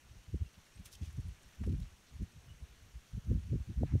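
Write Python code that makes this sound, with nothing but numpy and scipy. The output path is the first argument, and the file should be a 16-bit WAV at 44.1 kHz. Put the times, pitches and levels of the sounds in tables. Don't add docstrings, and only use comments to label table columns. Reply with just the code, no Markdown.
import sys
import numpy as np
from scipy import signal
from scipy.fft import rfft, irfft
from scipy.io import wavfile
from scipy.ndimage import uniform_filter1d

SR = 44100
rng = np.random.default_rng(int(sys.argv[2]) if len(sys.argv) > 2 else 0)


def int16_out(signal):
    q = np.round(np.clip(np.atleast_2d(signal).T, -1, 1) * 32767)
    wavfile.write(sys.argv[1], SR, q.astype(np.int16))


N = 176400

# peak_s, half_length_s, level_db, reach_hz (span of a 40 dB treble roll-off)
GUSTS = [(0.056, 0.015, -58.5, 200), (0.112, 0.017, -52, 209), (0.175, 0.017, -50, 205),
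         (0.292, 0.0083, -45.5, 240), (0.348, .012, -32, 374), (.419, 0.0086, -30, 333),
         (0.458, 0.011, -47.5, 240), (0.581, 0.011, -56, 406), (0.769, 0.012, -53, 220),
         (.803, 0.012, -46, 330), (0.863, 0.0057, -52, 223), (0.952, 0.014, -54.5, 227),
         (1.026, .011, -35.5, 443), (1.082, 0.016, -43.5, 288), (1.152, 0.023, -47.5, 216),
         (1.191, 0.0096, -33.5, 447), (1.27, 0.034, -40.5, 245), (1.47, 0.02, -57.5, 245),
         (1.619, 0.015, -35.5, 442), (1.686, 0.025, -32, 479), (1.737, 0.02, -33, 419),
         (1.809, 0.033, -38.5, 260), (1.93, 0.016, -56, 242), (2.152, 0.025, -48, 275),
         (2.219, 0.016, -34.5, 410), (2.373, 0.019, -51, 235), (2.507, 0.041, -51.5, 235),
         (2.627, 0.015, -43.5, 272), (2.717, 0.022, -56.5, 216), (2.847, 0.05, -59, 222),
         (2.961, 0.018, -44.5, 198), (3.146, 0.013, -37, 280), (3.179, 0.0063, -34.5, 350),
         (3.32, 0.028, -27.5, 439), (3.353, 0.022, -26.5, 380), (3.45, 0.05, -45.5, 230),
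         (3.537, 0.026, -30.5, 496), (3.609, 0.011, -35.5, 299), (3.704, 0.021, -40, 428),
         (3.782, 0.012, -28.5, 294), (3.827, 0.02, -30, 480), (3.893, 0.026, -43, 246),
         (3.948, 0.018, -26, 381), (3.992, 0.06, -45, 309)]
# frequency_hz, gain_db
MIC_WIND_RESPONSE = [(15, -28), (25, -15.5), (38, -10), (58, -0.5), (90, -0.5), (160, -1), (300, -2),
                     (600, -1), (1200, 2.5)]
# peak_s, half_length_s, peak_db, pitch_hz
SLAPS = [(0.3447, 0.0016, -38.5, 352), (1.676, 0.0017, -38, 382), (3.316, 0.0012, -32.5, 322),
         (3.533, 0.0016, -35, 353), (3.557, 0.0019, -37.5, 332), (3.703, 0.0032, -46, 303),
         (3.834, 0.00075, -26.5, 497), (3.9547, 0.00077, -27.5, 227)]
# peak_s, rise_s, decay_s, level_db, low_cut_hz, tilt_db_per_octave
CRACKLES = [(.859, 0.0034, 0.009, -52, 1300, 2.5), (.932, .009, 0.01, -55.5, 3200, 0),
            (0.953, 0.0019, .003, -53, 2960, -7), (1.557, .002, .003, -68, 3000, 3),
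            (1.639, .003, 0.0059, -56.5, 600, -7.5), (1.666, .002, .004, -63.5, 2500, -4),
            (1.695, .002, .003, -66, 2500, -7), (1.725, 0.0018, .003, -60.5, 2000, -9),
            (1.801, .001, .004, -61, 3200, -1), (2.228, .002, .005, -67, 4000, 0),
            (3.436, .003, .006, -67, 900, -5), (1.05, 0.017, 0.03, -64.5, 2030, -2),
            (1.271, .06, 0.043, -77, 2500, -1), (1.451, .03, 0.032, -77, 2470, -1),
            (1.822, .012, 0.033, -68, 2800, -12), (1.861, 0.016, .012, -69, 800, -9),
            (3.88, 0.014, 0.013, -62.5, 1600, -17), (3.913, 0.024, 0.017, -62.5, 750, -12)]
# frequency_hz, gain_db
CRUST_SPECTRUM = [(500, -2.5), (1500, 1.5), (2700, 3.5), (3150, 2), (4000, 0), (4800, -2), (5400, 2),
                  (6300, 1), (7700, -2.5), (9600, -0.5), (10450, -5), (11400, -4.5), (13300, -10),
                  (15500, -11)]
# peak_s, half_length_s, level_db, pitch_hz
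PEEPS = [(0.469, 0.0063, -69, 2740), (0.76, .006, -69, 8350), (.955, 0.0049, -61, 3160),
         (2.506, 0.02, -69, 2940)]
# frequency_hz, gain_db
HISS_SPECTRUM = [(20, 11.5), (60, 7.5), (120, 9.5), (250, 2.5), (450, -1.5), (800, -4), (1200, -4),
                 (1600, -3), (2100, -4), (2900, -4), (3800, -7), (4500, -7), (4920, -12.5), (5300, -8),
                 (5750, -5.5), (6400, -6.5), (7650, -12.5), (8300, -12), (9400, -13), (10000, -14.5),
                 (10450, -21.5), (11000, -15), (11800, -16.5), (13000, -17.5), (15600, -23)]
# time_s, gain_db
HISS_SWELL = [(0, 0), (.6, 0.5), (1.2, 1.3), (1.8, .5), (2.4, 0.5), (3.2, 0.67), (4, 0.5)]


def amp(db):
    return 10 ** (np.asarray(db) / 20)


def unit(x):
    return x / np.sqrt(np.mean(x ** 2) + 1e-30)


def db_at(spectrum, hz):
    f, db = np.transpose(spectrum)
    return np.interp(np.log(hz + 1), np.log(f + 1), db)


def colour(x, gain):
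    return irfft(rfft(x) * gain(np.fft.rfftfreq(len(x), 1 / SR)), len(x))


def centred_time(size):
    return (np.arange(size) - size // 2) / SR


def add(mix, centre_s, sound):
    start = round(centre_s * SR) - len(sound) // 2
    sound = sound[max(-start, 0):]
    part = mix[max(start, 0):][:len(sound)]
    part += sound[:len(part)]


def gust(half_s, level_db, reach_hz, flank_db=11, lumpiness=0.42, size=16384):
    t = centred_time(size)
    speed = amp(-flank_db * (np.hypot(1, t / half_s) - 1)) * signal.windows.tukey(size)
    rumble = colour(rng.standard_normal(size),
                    lambda f: amp(db_at(MIC_WIND_RESPONSE, f) - 40 * f / reach_hz))
    power = abs(signal.hilbert(rumble)) ** 2
    strength = np.sqrt(signal.fftconvolve(power, np.hanning(size // 24), "same"))
    churn = rumble / strength ** (1 - lumpiness)
    dulling = 1 / np.maximum(speed, .01) ** 0.22 - 1
    centres_hz, spacing_hz = np.linspace(0, 1500, 16, retstep=True)
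    bump = np.zeros(size)
    for hz in centres_hz:
        band = colour(churn, lambda f: np.maximum(1 - abs(f - hz) / spacing_hz, 0))
        bump += band * speed * amp(-40 * hz / reach_hz * dulling)
    return amp(level_db) * unit(bump) * np.sqrt(np.mean(speed ** 2))


def slap(half_s, peak_db, pitch_hz, size=2048):
    t = centred_time(size)
    return -amp(peak_db) * np.exp(-.5 * (t / half_s) ** 2) * np.cos(2 * np.pi * pitch_hz * t)


def wind(low_cut_hz=40.2):
    air = np.zeros(N + SR)
    for peak_s, *shape in GUSTS:
        add(air, peak_s, gust(*shape))
    for peak_s, *shape in SLAPS:
        add(air, peak_s, slap(*shape))
    low_cut = signal.butter(3, low_cut_hz, "high", fs=SR, output="sos")
    return signal.sosfilt(low_cut, air)[:N]


def crackle(rise_s, decay_s, level_db, low_cut_hz, tilt_db, graininess=0.38, size=32768):
    def tone(f):
        tilted_db = db_at(CRUST_SPECTRUM, f) + tilt_db * np.log2(1 + f / low_cut_hz)
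        return amp(tilted_db) / np.hypot(1, (low_cut_hz / (f + 1)) ** 9)

    t = centred_time(size)
    noise = rng.standard_normal(size)
    roughness = unit(uniform_filter1d(rng.standard_normal(size), size=20))
    fractures = colour(noise * np.exp(graininess * roughness), tone)
    from_peak = t / np.where(t < 0, rise_s, decay_s)
    envelope = np.exp(.5 - np.hypot(.5, from_peak))
    return amp(level_db) * unit(fractures) * envelope


def peep(half_s, level_db, pitch_hz, width_hz=50, size=8192):
    whistle = colour(rng.standard_normal(size), lambda f: np.exp(-((f - pitch_hz) / width_hz) ** 2))
    swell = np.exp(-.5 * (centred_time(size) / half_s) ** 2)
    return amp(level_db) * unit(whistle * swell) * np.sqrt(np.mean(swell ** 2))


def ticks(level_db=-76.5, ticks_per_s=120, spread_db=3, decay_s=0.0048, flakes=24):
    ticking = np.zeros(N)
    for pitch_hz in np.geomspace(1200, 14000, flakes):
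        onsets = rng.random(N) < ticks_per_s / flakes / SR
        clicks = onsets * amp(spread_db * np.minimum(rng.exponential(1, N), 3))
        envelope = signal.lfilter([1], [1, -np.exp(-1 / (decay_s * SR))], clicks + 1e-12)
        bursts = envelope * rng.standard_normal(N)
        ticking += signal.lfilter(*signal.iirpeak(pitch_hz, Q=2.5, fs=SR), bursts)
    ticking = colour(ticking, lambda f: amp(db_at(CRUST_SPECTRUM, f)) / np.hypot(1, f / 9000))
    t = np.arange(N) / SR
    swell = 0.55 + np.exp(-((t - 1.13) / 0.66) ** 2)
    return amp(level_db) * unit(swell * ticking)


def hiss(level_db=-65, patchiness_db=0.97):
    frames = dict(nperseg=1024, noverlap=768)
    _, _, spectra = signal.stft(rng.standard_normal(N), SR, **frames)
    patches = uniform_filter1d(rng.standard_normal(spectra.shape), size=16, axis=0)
    patches = unit(uniform_filter1d(patches, size=10, axis=1))
    _, air = signal.istft(spectra * amp(patchiness_db * patches), **frames)
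    air = colour(air[:N], lambda f: amp(db_at(HISS_SPECTRUM, f)))
    swell_db = np.interp(np.arange(N) / SR, *np.transpose(HISS_SWELL))
    return amp(level_db + swell_db) * unit(air)


def scene():
    mix = hiss() + ticks() + wind()
    for peak_s, *shape in CRACKLES:
        add(mix, peak_s, crackle(*shape))
    for peak_s, *shape in PEEPS:
        add(mix, peak_s, peep(*shape))
    return mix[None]


def record(dry):
    low_pass = signal.firwin(801, cutoff=15730, window=("kaiser", 9), fs=SR)
    return signal.oaconvolve(dry, low_pass[None], "same")


dry = scene()
out = record(dry)
int16_out(out)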